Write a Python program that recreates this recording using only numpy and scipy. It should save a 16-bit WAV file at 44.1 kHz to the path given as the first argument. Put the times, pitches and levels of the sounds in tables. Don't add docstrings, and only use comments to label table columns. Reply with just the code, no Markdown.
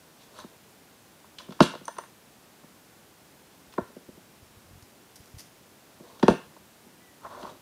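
import sys
import numpy as np
from scipy import signal
from scipy.fft import rfft, irfft
from scipy.io import wavfile

SR = 44100
rng = np.random.default_rng(int(sys.argv[2]) if len(sys.argv) > 2 else 0)


def unload_wav(signal):
    wavfile.write(
        sys.argv[1],
        SR,
        np.round(np.clip(np.atleast_2d(signal).T, -1, 1) * 32767).astype(np.int16),
    )


def undo_db(level):
    steps = np.asarray(level, float) / 20
    return 10 ** steps


N = 335601


def rms_one(x):
    return x / np.sqrt(np.mean(x ** 2) + 1e-20)


def gain_in_time(tables, axis):
    now = np.arange(N) / SR
    gain = np.zeros(N)
    for rows in tables:
        rows = np.array(rows)
        gain += undo_db(np.interp(now, rows[:, 0], rows[:, axis], left=-200, right=-200))
    return gain


def ring(clicks, hz, t60):
    radius = undo_db(-60 / (t60 * SR))
    angle = 2 * np.pi * hz / SR
    return signal.lfilter([0, np.sin(angle)], [1, -2 * radius * np.cos(angle), radius ** 2], clicks + 1e-18)


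def band(x, low_hz, high_hz):
    sos = signal.butter(2, [low_hz, min(high_hz, 0.45 * SR)], "band", fs=SR, output="sos")
    return signal.sosfilt(sos, x)


def grains(per_s, spread_db):
    sizes = undo_db(spread_db * np.minimum(rng.exponential(1, N), 4)) * rng.choice([-1, 1], N)
    return sizes * (rng.random(N) < per_s / SR)


def bursts(times, level_db, t60):
    clicks = np.zeros(N)
    clicks[(times * SR).astype(int)] = undo_db(level_db)
    envelope = signal.lfilter([1], [1, -undo_db(-60 / (t60 * SR))], clicks + 1e-18)
    return rng.standard_normal(N) * envelope


# frequency_hz, relative_level_db (per Hz)
AIR = [(15, -55), (25, -26), (78, -5.5), (117, -4), (217, -1), (354, -3.5), (405, -5), (840, -8.5),
       (1290, -11.5), (1400, -11), (2050, -14), (14800, -21), (16000, -20)]
AIR_DB = -55.5


def air():
    hz = np.arange(N // 2 + 1) * SR / N
    at_hz, level_db = np.transpose(AIR)
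    colour = undo_db(np.interp(np.log(hz + 1), np.log(at_hz), level_db))
    spectrum = rfft(rng.standard_normal(N)) * colour
    return undo_db(AIR_DB) * rms_one(irfft(spectrum, N))


# start_s, level_db
PUFFS = [(3.68, -52.5), (3.818, -38), (4.128, -54), (4.424, -45.5), (4.569, -45.5), (4.825, -45),
         (5.201, -44), (5.341, -37), (5.366, -39), (6.469, -52)]
FLUTTER_START_S, FLUTTER_STEP_S = 4.665, 0.022
FLUTTER_DB, FLUTTER_TOP_S, FLUTTER_DB_PER_S = -43, 4.74, 160
BREEZE_S, BREEZE_PER_S, BREEZE_DB = (3.8, 5), 4, -55


def puffs(hz=95, decay_per_cycle=3.2):
    t = np.arange(SR // 10) / SR
    swing = np.sin(2 * np.pi * hz * t) * (t * hz) * np.exp(-t * hz * decay_per_cycle)
    beats = FLUTTER_START_S + FLUTTER_STEP_S * np.arange(6)
    beat_db = FLUTTER_DB - FLUTTER_DB_PER_S * np.abs(beats - FLUTTER_TOP_S)
    start_s, level_db = np.hstack([np.transpose(PUFFS), [beats, beat_db]])
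    pushes = np.zeros(N)
    pushes[(start_s * SR).astype(int)] = undo_db(level_db)
    now = np.arange(N) / SR
    in_breeze = (now > BREEZE_S[0]) * (now < BREEZE_S[1])
    pushes += undo_db(BREEZE_DB) * (rng.random(N) < BREEZE_PER_S / SR) * in_breeze
    return -signal.fftconvolve(pushes, swing / np.abs(swing).max())[:N]


# band_hz, level_db, decay_t60_s
WOOD = [(125, -22.5, 0.53), (240, -18.5, 0.22), (497, -21.5, 0.29), (1000, -17, 0.34), (2190, -7, 0.38),
        (4030, -11, 0.37), (7400, -8.5, 0.33), (13000, -21, .25)]


def trunks(x):
    t = np.arange(SR // 2) / SR
    echo = np.zeros(len(t))
    for hz, level_db, t60 in WOOD:
        noise = band(rng.standard_normal(len(t)), hz / 1.414, hz * 1.57) * undo_db(-60 * t / t60)
        echo += undo_db(level_db) * noise * np.sqrt(2 / (t60 * SR / np.log(1e6)))
    build_up = 1 - np.exp(-t / 0.0038)
    return signal.fftconvolve(x, echo * build_up)[:N]


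# time_s, pitch_hz, level_db (rms)
TONE = [
    [(6.99, 1911, -77), (7.016, 2006, -66), (7.14, 1904, -72)],
]


def tone():
    time_s, pitch_hz, _ = np.transpose(TONE[0])
    hz = np.interp(np.arange(N) / SR, time_s, pitch_hz)
    phase = 2 * np.pi * np.cumsum(hz) / SR
    return np.sqrt(2) * gain_in_time(TONE, axis=2) * np.sin(phase)


# start_s, relative_level_db
SNAPS = [(4.8244, -42), (5.1574, -34.5), (5.3854, -34.5), (5.3944, -34), (5.4054, -37)]
# loudest_s, relative_level_db, rise_s, fall_s
RUSTLES = [(5.162, -45.5, .003, 0.02), (5.25, -56.5, .12, .12), (5.404, -49.5, 0.086, 0.053)]
RUSTLE_SWING_DB = 28


def litter():
    swells = []
    for top_s, level_db, rise_s, fall_s in RUSTLES:
        edge_db = level_db - RUSTLE_SWING_DB
        swells.append([(top_s - rise_s, edge_db), (top_s, level_db), (top_s + fall_s, edge_db)])
    crackle = gain_in_time(swells, axis=1) * rms_one(grains(2500, spread_db=7.5))
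    snap_s, snap_db = np.transpose(SNAPS)
    crackle = crackle + bursts(snap_s, snap_db - 7.0, 0.041)
    humps = 0.93 * band(crackle, 4170, 6600) + 0.5 * band(crackle, 8500, 9600)
    return humps + 0.73 * band(crackle, 860, 13000)


# mode_hz, relative_level_db, decay_t60_s
STONE = [(64, -12, 0.13), (149.5, -8, 0.084), (192.5, 3, 0.068), (251.6, -0.5, 0.049), (359, -1, 0.065),
         (485, -3, 0.049), (597, -2.5, 0.047), (683.6, -6.5, 0.048), (914, -3.5, 0.048), (1051, 4.5, 0.017),
         (1113, -11, 0.019), (1280, -3, 0.028), (1403, -5, 0.039), (1541, -4.5, 0.04), (1770, -4, 0.024),
         (2050, -8, .012), (2400, -19.5, .016), (2780, -7, 0.014), (3425, -8, 0.023), (3840, -2, 0.005),
         (4470, -6, 0.021), (5370, -7.5, 0.0068), (5920, -6, 0.022), (6190, -2, 0.021), (9100, -3.5, .02)]
# time_s, low_grind_db, gritty_top_db, low_centre_hz
GRIND = [
    [(.17, -71, -81, 359), (.222, -62, -58, 484), (.3, -63.5, -74, 579), (.402, -50.5, -49.5, 910),
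     (.458, -59, -81, 343), (.55, -65, -71, 701)],
    [(1.395, -59, -53, 980), (1.483, -60, -75, 286), (1.58, -57, -66, 458)],
    [(6.0, -54, -72, 343), (6.094, -55, -64, 590), (6.19, -57, -68, 622)],
    [(7.21, -63, -71, 750), (7.262, -38.5, -64, 805), (7.286, -56, -72, 770), (7.324, -44.5, -61, 770),
     (7.37, -45.5, -64, 741), (7.416, -45.5, -56, 603), (7.452, -43.5, -61, 730), (7.5, -43.5, -57, 700),
     (7.536, -53, -72, 400), (7.6, -62, -74, 540)],
]
# loudest_s, low_grind_db, gritty_top_db
SETTLES = [(1.625, -23.5, -28.5), (6.3, -17.5, -41)]
SETTLE_RISE_S, SETTLE_RISE_DB = 0.0055, 19.5
SETTLE_S, SETTLE_LOSS_DB, SETTLE_HZ = 0.091, 44, 350
GRIT_HZ = 3720


def grind(low_octaves=1.0, top_octaves=0.66):
    settling = []
    for s, low_db, top_db in SETTLES:
        settling.append([
            (s - SETTLE_RISE_S, low_db - SETTLE_RISE_DB, top_db - SETTLE_RISE_DB, SETTLE_HZ),
            (s, low_db, top_db, SETTLE_HZ),
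            (s + SETTLE_S, low_db - SETTLE_LOSS_DB, top_db - SETTLE_LOSS_DB, SETTLE_HZ)])
    strokes = sorted(GRIND + settling)
    time_s, _, _, centre_hz = np.vstack(strokes).T
    low_hz = np.interp(np.arange(N) / SR, time_s, centre_hz)
    slips = undo_db(0.88 * rms_one(band(rng.standard_normal(N), 16.0, 58)))
    low = np.zeros(N)
    top = rms_one(band(grains(4000, spread_db=2.0), 1600, 8500)) * undo_db(-1.5)
    for hz, mode_db, t60 in STONE:
        rung = undo_db(mode_db) * rms_one(ring(grains(1500, spread_db=4.5), hz, t60))
        if hz < 2100:
            low += rung * np.exp(-(np.log2(hz / low_hz) / low_octaves) ** 2)
        elif hz < 7000:
            top += rung * np.exp(-(np.log2(hz / GRIT_HZ) / top_octaves) ** 2)
    low_grind = gain_in_time(strokes, axis=1) * rms_one(low * slips)
    gritty_top = gain_in_time(strokes, axis=2) * rms_one(top * slips)
    return low_grind + gritty_top


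# start_s, relative_level_db, struck_spot_hz, narrowness_db_per_octave_squared, relative_tick_db
KNOCKS = [(0.388, -29.5, 920, 10, -51), (0.44, -28.5, 120, 0.9, -71), (1.243, -33, 2500, 5, -65),
          (1.385, -47.0, 1070, 4.4, -28.5), (1.403, -30.5, 2500, 2.4, -51), (1.485, -23.5, 120, 2, -67),
          (1.506, -30.5, 120, 1.1, -43), (1.522, -33.5, 2500, 1.5, -38), (1.591, -34, 2500, 2, -53),
          (1.6046, 2.5, 240, 1.0, -11.5), (1.622, -14, 410, 13, -23), (1.736, -25.5, 720, 8.1, -51),
          (1.751, -27, 543, 6.2, -36), (1.81, -35.5, 370, 4.5, -67), (1.8798, -19.5, 840, 12, -39),
          (1.967, -31.5, 2410, 2.6, -46), (1.984, -19, 910, 11.5, -37.5), (2.0362, -35, 1840, 3.5, -49.5),
          (2.636, -38.5, 180, 1, -67), (3.725, -54.9, 2500, 1.0, -40.5), (3.738, -40.0, 2410, 2, -44),
          (3.78, -10.5, 595, 3.5, -43), (3.897, -35.5, 380, 8.8, -69), (3.962, -27, 350, 12.5, -64.5),
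          (4.084, -29, 337, 12.5, -67), (4.171, -37.5, 250, 5.7, -64), (6.001, -30.5, 120, 1.5, -71),
          (6.196, -44, 2410, 0, -42.5), (6.228, -2.6, 230, 2, -21), (6.281, 2.3, 444, 4, -17),
          (6.31, -11, 120, 1.7, -42), (6.336, -22, 120, 1.7, -45), (6.565, -38, 730, 9, -54),
          (6.86, -38.9, 210, 4.5, -68.5), (7.429, -30, 180, 1.0, -38.5)]
# start_s, relative_level_db
CHINKS = [(.388, -43), (1.6045, -30), (1.622, -25.5), (1.854, -35), (1.8797, -32), (1.9843, -34.5),
          (3.738, -50), (6.196, -47), (6.281, -29.5)]
SLAB_HZ, TICK_HZ, CHINK_HZ = [210, 1200], 3640, 6000
CHINK_BELOW_TICK_DB, TICK_BELOW_CHINK_DB = 21.5, 15


def strike_db(hz):
    _, level_db, spot_hz, narrow_db, tick_db = np.transpose(KNOCKS)
    slab_db = level_db - narrow_db * np.log2(np.clip(hz, *SLAB_HZ) / spot_hz) ** 2
    chink_db = np.transpose(CHINKS)[1]
    knock_parts = [slab_db, tick_db, tick_db - CHINK_BELOW_TICK_DB]
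    chink_parts = [chink_db - 63, chink_db - TICK_BELOW_CHINK_DB, chink_db]
    parts = np.hstack([knock_parts, chink_parts])
    corners = np.log([SLAB_HZ[1], TICK_HZ, CHINK_HZ])
    return np.array([np.interp(np.log(hz), corners, part) for part in parts.T])


LOWS_LATE_S, LOWS_BELOW_HZ = 0.00255, 700
FIRST_TOUCH_S, FIRST_TOUCH_DB = 0.0025, -18.5


def knocks(spread_db=4.0, contact_s=0.002, rise_cycles=0.52):
    start_s = np.array([row[0] for row in KNOCKS + CHINKS])
    chance = rng.random((len(start_s), len(STONE), 2))
    rung = np.zeros(N)
    for k, (hz, mode_db, t60) in enumerate(STONE):
        lag_s = min(contact_s, contact_s * hz / 900) * chance[:, k, 0]
        lag_s = lag_s + LOWS_LATE_S * (hz < LOWS_BELOW_HZ)
        size = undo_db(strike_db(hz) + mode_db - 10 + spread_db * chance[:, k, 1])
        meet_s = start_s + lag_s
        clicks = np.zeros(N)
        np.add.at(clicks, (meet_s * SR).astype(int), size * (-1) ** k)
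        np.add.at(clicks, ((meet_s - FIRST_TOUCH_S) * SR).astype(int), size * undo_db(FIRST_TOUCH_DB))
        rise_t60 = min(rise_cycles * np.log(1000) / (np.pi * hz), 0.007)
        rung += ring(ring(clicks, hz, t60), hz, rise_t60) * 2 * np.log(1000) / (rise_t60 * SR)
    knock_s, *_, tick_db = np.transpose(KNOCKS)
    crushed_grit = bursts(knock_s, tick_db - 0.5, 0.048)
    return band(rung, 119, 15000) + band(crushed_grit, 2450, 4840)


def scene():
    far = knocks() + grind() + litter() + tone()
    return (far + trunks(far) + puffs() + air())[None]


def roll_off(x):
    return signal.sosfilt(signal.butter(12, 16380, fs=SR, output="sos"), x)


def record(dry):
    rounded = 1.6 * np.tanh(dry / 1.6)
    top_cut = signal.sosfilt(signal.cheby2(14, 60, 16250, fs=SR, output="sos"), rounded)
    mix = signal.sosfilt(signal.butter(2, 41, "high", fs=SR, output="sos"), top_cut)
    return roll_off(mix)


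dry = scene()
out = record(dry)
unload_wav(out)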